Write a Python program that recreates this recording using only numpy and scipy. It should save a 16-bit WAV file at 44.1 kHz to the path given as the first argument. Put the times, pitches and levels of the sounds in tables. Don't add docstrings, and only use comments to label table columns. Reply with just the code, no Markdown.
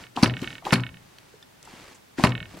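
import sys
import numpy as np
from scipy import signal
from scipy.fft import rfft, irfft, next_fast_len
from scipy.io import wavfile

SR = 44100
rng = np.random.default_rng(int(sys.argv[2]) if len(sys.argv) > 2 else 0)


def store_wav(level_fs):
    pcm = np.round(np.clip(np.atleast_2d(level_fs), -1, 1) * 32767)
    wavfile.write(sys.argv[1], SR, pcm.T.astype(np.int16))


N = 114660
T = np.arange(SR // 2) / SR


def amp(db):
    return 10 ** (np.asarray(db) / 20)


def unit(x):
    return x / np.sqrt(np.mean(x ** 2) + 1e-20)


def fade(t60, t=T):
    return np.exp(-np.log(1000) * t / t60)


def along(points, hz):
    f, v = np.transpose(points)
    return np.interp(np.log(hz + 1), np.log(f + 1), v)


def filtered(x, response):
    n = x.shape[-1]
    padded = next_fast_len(n + 8192)
    spectrum = rfft(x, padded) * response(np.fft.rfftfreq(padded, 1 / SR))
    return irfft(spectrum, padded)[..., :n]


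def noise(response, width, size):
    mid, side = filtered(rng.standard_normal((2, size)), response)
    side = filtered(side, lambda hz: amp(along(width, hz)))
    return unit(np.array([mid + side, mid - side]))


def add(track, s, sound):
    i = max(0, round(s * SR))
    track[:, i:i + sound.shape[-1]] += sound[..., :N - i]


# frequency in Hz, t60 in seconds.
ROOM_T60 = [(60, 0.9), (150, 0.23), (400, 0.42), (1000, .31), (2500, 0.18), (5000, 0.17), (12000, 0.14)]
# frequency in Hz, side over mid in dB.
ROOM_WIDTH = [(100, -13.5), (300, -24), (1000, -12), (4500, -6), (9000, -3.5)]


def with_room(sound, wet_db):
    diffuse = noise(np.ones_like, ROOM_WIDTH, size=len(T))
    hz, t, bands = signal.stft(diffuse, SR, nperseg=256)
    decaying = bands * fade(along(ROOM_T60, hz)[:, None], t)
    tail = signal.istft(decaying, SR, nperseg=256)[1][:, :len(T)]
    tail = tail * (1 - np.exp(-T / 0.0017))
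    tail = unit(tail) / np.sqrt(len(T))
    answer = signal.fftconvolve(np.atleast_2d(sound), tail, axes=1)[:, :len(T)]
    return sound + amp(wet_db) * answer


# frequency in Hz, relative level in dB.
AIR_SPECTRUM = [(15, -49), (25, -10), (119, -1), (209, -7), (722, -14.5), (826, -12), (1270, -16),
                (1570, -15), (1950, -16.5), (4260, -20), (15500, -29.5)]
# frequency in Hz, side over mid in dB.
AIR_WIDTH = [(40, -12), (150, -4.5), (300, 2), (600, 3), (2000, -0.5), (5000, -2), (12000, -1.5)]
AIR_DB = -54


def quiet_air():
    return amp(AIR_DB) * noise(lambda hz: amp(along(AIR_SPECTRUM, hz)), AIR_WIDTH, size=N)


# start of the hold in seconds, length of the hold in seconds, level in dB,
# Gaussian fade scale at both ends in seconds.
RUBS = [(-.02, 0.02, -44.5, 0.058), (0.165, 0.11, -39, 0.0075), (0.423, 0.094, -46, 0.071),
        (0.658, 0.086, -40, 0.012), (1.072, 0.23, -60.5, 0.12), (1.712, 0.17, -48.5, 0.081),
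        (2.193, 0.073, -36, 0.015), (2.552, .09, -50.5, 0.12)]
# frequency in Hz, relative level in dB.
RUB_SPECTRUM = [(30, 9), (120, -6), (280, 1.5), (520, -4.5), (900, -5), (2200, -6.5), (3600, -10.5),
                (4800, -12), (8000, -18.5), (15000, -34.5)]
# frequency in Hz, side over mid in dB.
RUB_WIDTH = [(100, -14), (600, -21), (2000, -8.5), (4500, -10), (9000, 0)]


def rubs(grain_db=2, grain_rate=400):
    t = np.arange(N) / SR
    level = np.zeros(N)
    for s, length, db, edge in RUBS:
        outside_hold = np.maximum(abs(t - s - length / 2) - length / 2, 0)
        level += amp(db) * np.exp(-(outside_hold / edge) ** 2)
    grain = np.interp(t * grain_rate, np.arange(N), rng.standard_normal(N))
    friction = noise(lambda hz: amp(along(RUB_SPECTRUM, hz)), RUB_WIDTH, size=N)
    return level * amp(grain_db * grain) * friction


# start in seconds, thump level in dB, thump frequency in Hz, boom level in dB.
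JOLTS = [(.008, -40.5, 139, -30.5), (.182, -28, 170, -28), (0.2326, 0, 195, 0), (0.4238, -21, 195, -19.5),
         (0.7296, -5.5, 183.6, -1.5), (1.739, -36, 203, -37), (2.198, -20, 196, -19),
         (2.242, -1.5, 179, 1.5), (2.545, -33.5, 198, -23)]
# frequency in Hz, relative level in dB, t60 in seconds, rise time in seconds.
MACHINE_MODES = [(82.3, -39, 0.44, .02), (122.8, 4, 0.2, .07), (180.6, -18, 0.26, 0.015),
                 (235, -24, 0.11, 0.0032), (259.6, -28.5, 0.44, 0.015), (290, -20.5, 0.12, 0.0027),
                 (332, -25.5, 0.2, 0.023), (385.5, -26, 0.19, 0.0028)]
THUMP_WIDTH_S, THUMP_ROOM_DB = 0.0025, -8.5
BOOM_SWELL = 3.5


def thumps():
    out = np.zeros((2, N))
    lead_s = 3 * THUMP_WIDTH_S
    boom = np.zeros(len(T))
    for f, level, t60, rise in MACHINE_MODES:
        swell = 1 - np.exp(-(T / rise) ** BOOM_SWELL)
        boom += amp(level) * np.sin(2 * np.pi * f * T) * fade(t60) * swell
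    for s, db, hz, boom_db in JOLTS:
        pulse = np.exp(-((T - lead_s) / THUMP_WIDTH_S) ** 2)
        push = -amp(db) * np.cos(2 * np.pi * hz * (T - lead_s)) * pulse
        add(out, s - lead_s, with_room(push, THUMP_ROOM_DB))
        add(out, s, amp(boom_db) * boom)
    return out


# start in seconds, level relative to TICK_DB in dB.
TICKS = [(0.0386, -11.5), (0.0675, -16), (0.2594, 8.5), (0.2974, 1), (0.3385, -2.5), (0.3681, -1),
         (0.3926, -9.5), (0.4437, -1), (0.475, 2), (0.5046, -5.5), (0.5284, -7.5), (0.5535, -7),
         (0.5817, -9), (0.7073, 3), (0.757, 6), (0.7981, -4), (.836, 1), (.8661, -3), (0.891, -11.5),
         (0.9429, -15), (0.9704, -17.5), (2.2704, 3), (2.3206, 0.5), (2.3523, 1.5), (2.3784, -4),
         (2.4032, -3), (2.428, -5.5), (2.456, -11.5)]
# frequency in Hz, relative level in dB, t60 in seconds.
TICK_MODES = [(1510, -15, 0.023), (1825, -10, 0.022), (2214, -16, 0.054), (2576, -15.5, 0.028),
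              (2884, -6.5, 0.0088), (3700, -7, 0.0052)]
TICK_DB, TICK_ROOM_DB, TICK_BAND_HZ = -19, -15, (1256, 3760)
TICK_PAN_DB = -4


def ticks():
    out = np.zeros((2, N))
    ring = sum(amp(db) * np.cos(2 * np.pi * hz * T) * fade(t60) for hz, db, t60 in TICK_MODES)
    band_pass = signal.butter(6, TICK_BAND_HZ, "bandpass", fs=SR, output="sos")
    tick = signal.sosfilt(band_pass, ring)
    for s, db in TICKS:
        add(out, s, amp(TICK_DB + db) * with_room(tick, TICK_ROOM_DB))
    return out * amp(TICK_PAN_DB * np.array([[.5], [-.5]]))


# start in seconds, level in dB,
# centre frequency in Hz, bandwidth scale in octaves, t60 in seconds.
TOUCHES = [(0.164, -27, 2970, 0.76, 0.02), (.165, -32.5, 272, 0.66, 0.21), (.173, -21.5, 800, 0.67, 0.054),
           (.186, -27, 990, 0.23, 0.036), (.217, -27, 930, 0.31, 0.099), (0.306, -33, 2190, .8, 0.022),
           (0.4162, -33.5, 2600, 1.45, 0.024), (.424, -28, 264, 0.65, 0.099), (0.428, -35, 1430, 1.5, 0.11),
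           (.622, -42, 830, 0.68, 0.072), (.652, -23, 2700, 0.51, 0.014), (.654, -33, 450, 1.6, 0.24),
           (.667, -20, 868, 0.43, 0.041), (1.185, -37.5, 2800, 1.35, 0.011),
           (1.339, -49.5, 420, 0.6, 0.055), (1.628, -35.5, 5900, 0.85, 0.0079),
           (1.651, -42, 7000, 0.55, .02), (1.674, -39, 920, .5, 0.035), (1.729, -43.5, 900, 0.65, 0.03),
           (1.946, -51, 6900, 0.52, 0.092), (2.182, -31.5, 1820, 0.62, 0.044),
           (2.185, -25, 282, 0.48, 0.11), (2.191, -25, 790, 0.46, 0.069), (2.201, -32, 1040, 0.29, 0.047),
           (2.292, -36, 4470, .7, 0.028), (2.304, -34, 2490, 1, 0.027), (2.537, -42.5, 405, 1.7, .1),
           (2.57, -40, 220, 2.6, 0.091), (2.588, -50.5, 5900, 0.79, 0.068)]
# frequency in Hz, side over mid in dB.
NEAR_WIDTH = [(60, -16), (200, -13), (500, -12), (1100, -12.5), (2200, -12), (4500, -7), (9000, -2.5),
              (14000, -2)]


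def touches():
    out = np.zeros((2, N))
    for s, db, centre_hz, octaves, t60 in TOUCHES:
        band = lambda hz: 1 / (1 + (np.log2((hz + 1) / centre_hz) / octaves) ** 2) ** 1.79
        onset = 1 - np.exp(-T / 0.00038)
        knock = noise(band, NEAR_WIDTH, size=len(T)) * fade(t60) * onset
        add(out, s, amp(db) * with_room(knock, wet_db=-12.5))
    return out


# start in seconds, level in dB,
# spectral tilt in dB per octave, most excited frequency in Hz.
CONTACTS = [(0.2267, -20.5, 3, 5500), (.2300, -13, -4, 2500), (0.2333, -6.5, -1, 4660),
            (0.2391, -18.5, 3, 2515), (0.2398, -12.5, -1.5, 1390), (0.2435, -15, -0.5, 4710),
            (0.2756, -24, -3, 5370), (.7240, -18, 2, 1000), (.7268, -9, -2.5, 2570), (0.7303, -9, 0, 1105),
            (.7324, -11.5, 0, 2420), (0.7349, -12, 0.5, 1330), (0.7378, -9.5, 1, 4440),
            (0.8052, -36.5, 1, 4810), (2.2373, -19, 4.5, 5900), (2.2387, -3.5, -4.5, 2220),
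            (2.245, -18, 4, 4640), (2.2483, -9.5, -4.5, 2000), (2.2517, -12, -2, 4440),
            (2.2716, -22, -1, 2740)]
# frequency in Hz, relative level in dB, t60 in seconds.
STEEL_MODES = [(517, -14.5, 0.17), (639, -19, 0.29), (799, -22, 0.15), (900, 2, 0.027), (1006, -0.5, 0.054),
               (1296.5, 0, 0.058), (1486, -4, 0.052), (1710, -6.5, 0.045), (2030, -24, 0.019),
               (2375, 1, 0.022), (2677, -1, 0.036), (3160, -4, 0.02), (4190, -8, 0.067), (4516, -6, 0.032)]
# frequency in Hz, relative level in dB.
CRACK_SPECTRUM = [(100, -15.5), (400, 2.5), (1300, 1), (2500, 0), (3400, -7), (5000, -8.5), (7000, -14.5),
                  (10200, -14.5), (12000, -25.5), (15500, -31)]
RING_DB, CRACK_DB, CRACK_T60_S, CHATTER_ROOM_DB = -18.5, -0.5, 0.015, -10.5
EMPHASIS_DB, EMPHASIS_OCTAVES = 8.5, 0.3


def chatter():
    out = np.zeros((2, N))
    for s, db, tilt, centre_hz in CONTACTS:
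        distance = lambda hz: np.log2((hz + 1) / centre_hz) / EMPHASIS_OCTAVES
        emphasis = lambda hz: EMPHASIS_DB * np.exp(-distance(hz) ** 2)
        slope = lambda hz: tilt * np.log2(np.clip(hz, 500, 9000) / 2000)
        colour = lambda hz: amp(slope(hz) + emphasis(hz))
        spectrum = lambda hz: amp(along(CRACK_SPECTRUM, hz)) * colour(hz)
        crack = noise(spectrum, NEAR_WIDTH, size=len(T)) * fade(CRACK_T60_S)
        ring = np.zeros((2, len(T)))
        for f, level, t60 in STEEL_MODES:
            gain = amp(level + rng.normal(0, 1, (2, 1))) * colour(f)
            cycles = f * rng.normal(1, 0.0057) * T + rng.random()
            ring += gain * fade(t60) * np.sin(2 * np.pi * cycles)
        onset = 1 - np.exp(-T / 0.00013)
        hit = (amp(CRACK_DB) * crack + amp(RING_DB) * ring) * onset
        add(out, s, amp(db) * with_room(hit, CHATTER_ROOM_DB))
    return out


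# frequency in Hz, relative level in dB, t60 in seconds.
CLINK_MODES = [(1420, -16, 0.071), (1790, -8, 0.046), (3540, 3.5, 0.023), (4980, -5, 0.026),
               (5500, -10, .025)]
CLINK_S, CLINK_DB = 1.427, -42.5


def clink():
    out = np.zeros((2, N))
    ring = sum(amp(db) * np.sin(2 * np.pi * hz * T) * fade(t60) for hz, db, t60 in CLINK_MODES)
    add(out, CLINK_S, amp(CLINK_DB) * with_room(ring, wet_db=-30))
    return out


# frequency in Hz, left over right in dB.
BALANCE = [(100, 1.5), (200, 1), (380, 4.5), (700, -0.5), (1300, 3.5), (2400, -4), (4400, 1.1), (12000, 0)]


def scene():
    air, friction = quiet_air(), rubs()
    near = thumps() + ticks() + touches() + chatter() + clink()
    balance = lambda hz: amp(along(BALANCE, hz) * np.array([[.5], [-.5]]))
    return filtered(near, balance) + friction + air


LOW_CUT_HZ, TOP_HZ = 98, 15900


def record(dry):
    high_pass = signal.butter(1, LOW_CUT_HZ, "highpass", fs=SR, output="sos")
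    thinned = signal.sosfilt(high_pass, dry)
    limited = thinned / (1 + np.abs(thinned) ** 8) ** (1 / 8)
    return filtered(limited, lambda hz: hz < TOP_HZ)


dry = scene()
out = record(dry)
store_wav(out)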